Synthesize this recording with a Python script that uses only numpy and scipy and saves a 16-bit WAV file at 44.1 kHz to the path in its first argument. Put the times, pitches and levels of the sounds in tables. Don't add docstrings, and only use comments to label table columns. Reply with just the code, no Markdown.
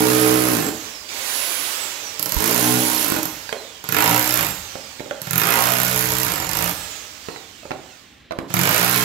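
import sys
import numpy as np
from scipy import signal
from scipy.fft import rfft, irfft, next_fast_len
from scipy.io import wavfile
from scipy.ndimage import uniform_filter1d

SR = 44100
rng = np.random.default_rng(int(sys.argv[2]) if len(sys.argv) > 2 else 0)


def natural_amplitude(level_db):
    exponent = np.asarray(level_db, float) / 20
    return 10 ** exponent


def digitize_waveform(pressure):
    field = np.atleast_2d(pressure).T
    bounded = np.clip(field, -1, 1)
    quanta = np.round(bounded * 32767).astype(np.int16)
    wavfile.write(sys.argv[1], SR, quanta)


N = 398656

FULL_HZ, REST_HZ = 9850, 300

# on in s, off in s, full-speed whine in Hz, spin-up time constant in s,
# time the bit stays loaded after release in s.
PULLS = [
    (-.395, .521, 9833, .195, .124),
    (1.086, 1.544, 10819, .13, 0),
    (2.257, 3.003, 9891, .127, .189),
    (3.841, 4.353, 9828, .113, .105),
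    (5.224, 6.239, 9849, .129, .143),
    (6.489, 6.714, 9410, .081, .047),
    (8.476, 9.2, 9800, .111, 0),
]
# time in s, seating on solid wall in dB, crushing of brick in dB.
BITE = [
    [(0, 0.5, 0.5), (.14, -0.5, -1.8), (.316, -1, 0.8), (.404, -9, -3.5), (.606, -3.5, -3.5),
     (.7, -13, -5.5)],
    [(2.375, 10, -14), (2.429, -15, 4.5), (2.729, 11, 0.5), (2.851, 4, -6.5), (2.985, -35, -3.5),
     (3.103, -5, .4), (3.2, -12, .4)],
    [(3.91, 6, -2.5), (3.968, -2, 6.5), (4.15, 3.5, 2), (4.226, -9.5, -6), (4.41, -1.5, 1.5),
     (4.52, 3.5, -21)],
    [(5.39, 1, 2), (5.46, -5, 4.5), (5.51, -.4, 6), (5.87, 4.5, -2.5), (6.316, -1.5, -2.5),
     (6.48, -0.5, -5.5), (6.624, 4, -1.3), (6.66, 1, -1.5), (6.72, -3, -7)],
    [(8.555, 8.5, 1), (8.721, -2, 1.5), (8.893, -3.5, -2), (9.04, 2, -1)],
]
# time in s, steel in dB, brick in dB.
SLOW = [(2.1949, -7, -28.5), (2.227, -4, -25.5), (2.2586, -6.5, -22), (2.2936, -12.5, -34),
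        (2.321, -6, -23.5), (2.3434, -9.5, -34), (2.366, -12, -19.5), (3.23, -8, -41), (3.255, -8, -21.5),
        (3.3374, -27, -42), (3.8407, -22, -29), (3.8893, -8, -20), (5.2168, -12, -31), (5.271, -20, -25),
        (5.3088, -7, -22.5), (5.3322, -7, -18), (5.3568, -7.5, -16.5), (5.3792, -2, -15.5),
        (8.4766, -49, -52), (8.503, -30, -28.5), (8.54, -3, -15.5)]
# start in s, then change of the full-speed whine in dB.
LATER_PART = (3.85, -4)


def colour(x, points):
    hz, db = np.transpose(points)
    size = next_fast_len(x.shape[-1])
    f = np.maximum(np.arange(size // 2 + 1) * SR / size, 1)
    gain = natural_amplitude(np.interp(np.log(f), np.log(hz), db))
    return irfft(rfft(x, size) * gain, size)[..., :x.shape[-1]]


def unit(x):
    return x / np.sqrt(np.mean(x ** 2))


def noise():
    return rng.standard_normal(N)


def band(x, lo_hz, hi_hz):
    return signal.sosfilt(signal.butter(2, [lo_hz, hi_hz], "bandpass", fs=SR, output="sos"), x)


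def train(s, size):
    out = np.zeros(N)
    np.add.at(out, np.clip((np.asarray(s) * SR).astype(int), 0, N - 1), size)
    return out


def fade(x, t60):
    return signal.lfilter([1], [1, -np.exp(-np.log(1000) / (t60 * SR))], x)


def ring(x, hz, t60):
    pole = np.exp(2j * np.pi * hz / SR - np.log(1000) / (t60 * SR))
    return signal.lfilter([0, pole.imag], [1, -2 * pole.real, abs(pole) ** 2], x)


def body(s, db, modes, scatter_db, rough=0):
    mix = rng.standard_normal((len(s), len(modes)))
    out = 0
    for k, (hz, mode_db, t60) in enumerate(modes):
        push = train(s, natural_amplitude(db + mode_db + scatter_db * mix[:, k]))
        if rough:
            push = fade(push, rough) * noise()
        out = out + ring(push, hz, t60)
    return out


def walk(rate):
    k = int(SR / rate)
    return unit(uniform_filter1d(uniform_filter1d(noise(), k), k))


def shifting(x, t60, rate, gap=0, count=3):
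    t = np.arange(int(1.2 * t60 * SR)) / SR
    tails = rng.standard_normal((count, len(t))) * natural_amplitude(-60 * t / t60) * (t >= gap)
    share = np.array([walk(rate) for _ in tails])
    share = share / np.sqrt((share ** 2).sum(axis=0) * (tails ** 2).sum() / count)
    paths = signal.oaconvolve(x[None], tails, axes=1)[:, :N]
    return (share * paths).sum(axis=0)


def working():
    t = np.arange(N) / SR
    return sum(1. * (t >= bite[0][0]) * (t <= bite[-1][0]) for bite in BITE)


def later():
    return 1. * (np.arange(N) / SR > LATER_PART[0])


def noise_floor():
    # frequency in Hz, spectrum level in dB.
    floor_colour = [(59, -34), (100, 10), (277, 17), (970, -7), (1200, -2), (1720, 7), (3700, 6.5),
                    (16000, -44)]
    return unit(colour(rng.standard_normal((2, N)), floor_colour)) * natural_amplitude(-54)


def camera_shake():
    memory_s = 1.5
    recent_work = fade(working(), memory_s) * np.log(1000) / (memory_s * SR)
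    level_db = -60.5 + recent_work * (8.5 + 9 * later())
    return natural_amplitude(level_db) * unit(band(noise(), 50, 109))


def air_puff():
    puff = (-8, 58, .1)
    return natural_amplitude(puff[0]) * ring(train([2.365], 1), *puff[1:])


def room(source):
    dull = natural_amplitude(-5.5) * colour(source, [(80, 0.5), (500, 5.5), (3000, -3), (16000, 1.5)])
    return [shifting(dull, .57, rate=2.56, gap=0.0044, count=2) for _ in "lr"]


def debris():
    # time in s, peak in dB, pitch in Hz, bright part in dB, t60 in s.
    pieces = [(3.121, -16, 341, -13, 0.051), (3.492, -24, 1640, -5, 0.15), (3.527, -13, 1430, -9, 0.03),
              (4.755, -25.5, 564, -15, 0.022), (4.997, -26.5, 2200, -7, 0.08),
              (5.005, -26.5, 312, -18, 0.025), (5.059, -33.5, 543, -14, 0.11),
              (5.11, -18.5, 560, -34, 0.08), (7.286, -21.5, 465, -27, 0.039), (7.361, -28, 780, -17, 0.058),
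              (7.463, -56, 746, -8, 0.08), (7.631, -37, 633, -19, 0.15), (7.654, -32.5, 560, -20, 0.086),
              (7.708, -21, 764, -25, 0.046), (7.716, -19, 740, -14, 0.05), (8.309, -23.5, 642, -22, 0.18),
              (8.321, -20.5, 670, -13, 0.044), (8.388, -18, 320, -13, 0.023)]
    # time in s, level in dB.
    taps = [
        (7.361, -61),
        (7.716, -60),
        (8.309, -57),
        (8.387, -63),
    ]
    # frequency in Hz, level in dB, t60 in s.
    free_chisel = [(4000, -1, .13), (4450, -5, .05), (6100, -13, .1), (2150, -2, .05), (1500, -4, .06)]
    s, db, hz, bright_db, t60 = np.transpose(pieces)
    out = fade(train(s, natural_amplitude(db + bright_db + 3)), 0.013) * band(noise(), 2500, 13000)
    out += fade(train(s, natural_amplitude(db + 11.0)), 0.021) * band(noise(), 292, 2010)
    crumbs = band(noise() * natural_amplitude(4.0 * walk(150)), 200, 1100)
    out += fade(train(s, natural_amplitude(db - 13)), .35) * crumbs
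    t = np.arange(4000) / SR
    for start, peak_db, pitch, decay_s in zip((s * SR).astype(int), db, hz, t60):
        for k, part_db in [(1, 3), (1.5, -3), (2.3, -6.5)]:
            decay_db = -60 * k * pitch / 320 * t / decay_s
            out[start:start + len(t)] += natural_amplitude(part_db + peak_db + decay_db) * np.sin(2 * np.pi * k * pitch * t)
    return out + body(*np.transpose(taps), free_chisel, scatter_db=1, rough=0.042)


def speed():
    friction, load, coast_s = 2324, 6823, 1.192
    t, hz, now = np.arange(N) / SR, np.zeros(N), 9000
    stages = []  # (start s, goal Hz, time constant s)
    for on, off, top, rise, loaded in PULLS:
        stages += [(on, top, rise), (off, -(friction + load) * coast_s, coast_s),
                   (off + loaded, -friction * coast_s, coast_s)]
    for (start, goal, lag), (end, *_) in zip(stages, stages[1:] + stages[-1:]):
        span = slice(*np.searchsorted(t, [start, end]))
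        hz[span] = goal + (now - goal) * np.exp((start - t[span]) / lag)
        now = max(goal + (now - goal) * np.exp((start - end) / lag), REST_HZ)
    return np.maximum(hz, REST_HZ)


def motor_db(hz):
    facing_db = [-1, .6, -1, -2.5, -3.5, -4, -1]
    t, share = np.arange(N) / SR, hz / FULL_HZ
    pull = np.searchsorted(np.array(PULLS)[:, 0], t) - 1
    powered = t < np.array(PULLS)[pull, 1]
    spark_db = 14 * powered * np.clip(1 - share, 0, 1) ** 2
    extra_db = 2.5 * working() + np.array(facing_db)[pull] + spark_db
    fan = natural_amplitude(-28.5 + 34 * np.log10(share) + uniform_filter1d(extra_db, size=400))
    scrape = natural_amplitude(-52) * np.clip((hz - REST_HZ) / 900, .1, 1)
    return 20 * np.log10(np.hypot(fan, scrape))


def fan_air(bars, hz):
    # frequency in Hz, spectrum level in dB.
    air_colour = [(59, -78), (100, -46), (224, -24), (260, -10), (433, -10), (524, -5.5), (648, -6),
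                  (2520, -1.5), (8640, -4.5), (10500, -18.5), (16000, -8)]
    air = unit(colour(noise(), air_colour)) * (1 + 0.12 * np.sin(2 * np.pi * bars / 24))
    jet_db = -22.5 + 23.9 * hz / 10000 - 6 * later()
    return air + band(noise(), 8500, 16000) * natural_amplitude(jet_db)


def commutator_whine(bars, hz):
    # multiple of the bar rate, level in dB.
    overtones = [(1.83, -13), (2.75, -14), (3.67, -15), (4.6, -17)]
    # bar rate in Hz, whine over the air in dB.
    radiation = [(1500, -11), (3000, -8), (4500, -7), (6800, -6), (8600, -3), (9800, -2), (10700, -1)]
    slope = np.gradient(hz) * SR
    coasting = uniform_filter1d(1. * (slope < -2500), size=2000)
    hard_start = uniform_filter1d(1. * (slope > 12000), size=2000)
    waver = walk(170)
    brush = 0
    for k, db in overtones:
        level = natural_amplitude(db + 5 * (hz < 2600) + 1.6 * walk(15))
        brush = brush + level * np.sin(k * (2 * np.pi * bars + .3 * waver)) * (k * hz < 9000)
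    facing_db = LATER_PART[1] * later() * (hz > 9500) - 4 * hard_start
    whine_db = np.interp(hz, *np.transpose(radiation)) + facing_db + (1.8 + 1.0 * coasting) * walk(30)
    return brush + natural_amplitude(whine_db) * np.sin(2 * np.pi * bars + (.6 + .9 * coasting) * waver)


def motor(bars):
    hz = np.gradient(bars) * SR
    level = natural_amplitude(motor_db(hz) + 4.5 + 0.93 * walk(7.4))
    return level * (fan_air(bars, hz) + commutator_whine(bars, hz))


def blows(bars):
    # phase offset of the blows in turns, then steel, wall, crunch and thud in dB.
    bursts = [
        (.26, -21.5, -19, -28, -27),
        (.38, -19, -25, -31.5, -32.5),
        (.29, -17.5, -31.5, -26, -28.5),
        (-.18, -19.5, -34.5, -28, -30.5),
        (.31, -18.5, -31.5, -25, -24.5),
    ]
    seat_share = [0.02, 0.24, 0, 1]
    crush_share = [0.36, 0.67, 0.98, 0]
    slow_mix_db = [-2.5, -10.5, 0.5, -8]
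    run_mix_db = [8.76, 5.64, 10.24, 1.55]
    share = np.gradient(bars) * SR / FULL_HZ
    crank = bars / 157 - .8 * (1 - share)
    s, steel_db, brick_db = np.transpose(SLOW)
    slow_thud_db = brick_db + 7 * (s > LATER_PART[0])
    slow_db = np.array([steel_db, brick_db, brick_db, slow_thud_db]).T + slow_mix_db
    rows = [np.c_[s, slow_db]]
    for (lag, *level_db), bite in zip(bursts, map(np.array, BITE)):
        at = np.flatnonzero(np.diff(np.floor(crank - lag)) > 0)
        at = at[(at >= bite[0, 0] * SR) & (at <= bite[-1, 0] * SR)]
        seat, crush = (np.interp(at / SR, bite[:, 0], column)[:, None] for column in bite.T[1:])
        levels = np.add(level_db, run_mix_db) + seat * np.array(seat_share) + crush * np.array(crush_share)
        weakening = np.where(share[at + 1] < share[at], 45, 8)
        levels[:, 0] += weakening * np.log10(share[at])
        rows.append(np.c_[at / SR, levels])
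    return np.concatenate(rows).T


def wall_boom(s, wall_db, thud_db):
    # frequency in Hz, level in dB, t60 in s.
    wall_modes = [(245.3, -7, 0.1), (312, 5, 0.064), (426, 1.5, 0.051), (560, -10.5, 0.11),
                  (747, -1.5, 0.036), (1110, -11, .03), (1500, -74, 0.024)]
    thud_modes = [(132.6, 4, 0.1), (173.8, 3.6, 0.11)]
    boom = body(s + .001, wall_db - 6, wall_modes, scatter_db=1.5)
    thud = body(s + .001, thud_db - 7, thud_modes, scatter_db=1.5)
    return band(boom + thud, 118, 2400)


def brick_crunch(s, crunch_db, grit_chance, cell_chance):
    cells = shifting(train(s, natural_amplitude(crunch_db + 32 + 0.99 * cell_chance)), .07, rate=4.05)
    cells = np.where(later(), natural_amplitude(-1.5) * band(cells, 480, 2400), band(cells, 342, 1820))
    grit = noise() * natural_amplitude(2.5 * walk(900))
    grit = np.where(later(), band(grit, 600, 2800), band(grit, 350, 2000))
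    return cells + fade(train(s, natural_amplitude(crunch_db - 4.5 + 2.0 * grit_chance)), .15) * grit


def steel_ring(s, steel_db, bounce_chance):
    # frequency in Hz, level in dB, t60 in s.
    steel_modes = [(12840, 2.5, 0.0079), (13400, -7.5, .008), (11460, -19.5, 0.0056), (9950, -8.5, 0.0055),
                   (7190, -8.5, 0.0047), (6680, -19, 0.0057), (5230, -8, 0.0051), (4400, -17, 0.0086),
                   (2780, -24.5, 0.031)]
    rebound = s + 0.0059 + .0012 * bounce_chance
    steel = body(s, steel_db - 11, steel_modes, scatter_db=2.0, rough=0.0053)
    steel = steel + body(rebound, steel_db - 29.5, steel_modes[:2], scatter_db=2.5, rough=0.0092)
    tick = train(s, natural_amplitude(steel_db - 2))
    crack = band(tick + fade(train(s, natural_amplitude(steel_db)), 0.02) * noise(), 5670, 18700)
    loose = band(noise(), 11400, 11800) + 1.7 * band(noise(), 12640, 13600)
    return steel + crack + fade(train(s, natural_amplitude(steel_db - 12)), 0.1) * loose


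def hammer(bars):
    s, steel_db, wall_db, crunch_db, thud_db = blows(bars)
    chance = rng.standard_normal((4, len(s)))
    chance[:, :len(SLOW)] = 0
    wall = wall_boom(s, wall_db, thud_db)
    brick = brick_crunch(s, crunch_db, chance[2], chance[3])
    return wall + brick + steel_ring(s, steel_db + 1.2 * chance[0], chance[1])


def scene():
    # frequency in Hz, gain in dB.
    left_shadow = [(60, -26.5), (110, -2), (200, -1.5), (380, -4), (700, -7.5), (1290, -9.5), (2380, -11),
                   (4400, -12.5), (8120, -19), (15000, -16)]
    bars = np.cumsum(speed()) / SR
    source = debris() + motor(bars) + hammer(bars)
    wet = room(source)
    bass = signal.lfilter(*signal.butter(1, 500, fs=SR), source)
    scattered = shifting(source - bass, .03, rate=28.0, count=4)
    left = colour(np.roll(bass, shift=9) + scattered + .7 * wet[0] + .7 * wet[1], left_shadow)
    right = source + wet[1] + air_puff()
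    mid, side = noise_floor()
    mid = mid + camera_shake()
    return np.array([left + mid + 0.18 * side, right + mid - 0.63 * side])


def band_limit(x):
    return signal.sosfilt(signal.butter(12, 16830, fs=SR, output="sos"), x)


def record(dry):
    # frequency in Hz, gain in dB.
    port = [(15, -13), (30, 0), (7600, 0.5), (8700, -7), (9600, -0.5), (12500, 0.5), (15000, -5)]
    top_cut = [(15750, 0), (15950, -32), (16700, -45)]
    rounded = np.tanh(1.03 * colour(dry, port)) / 0.88
    return band_limit(colour(rounded, top_cut))


dry = scene()
out = record(dry)
digitize_waveform(out)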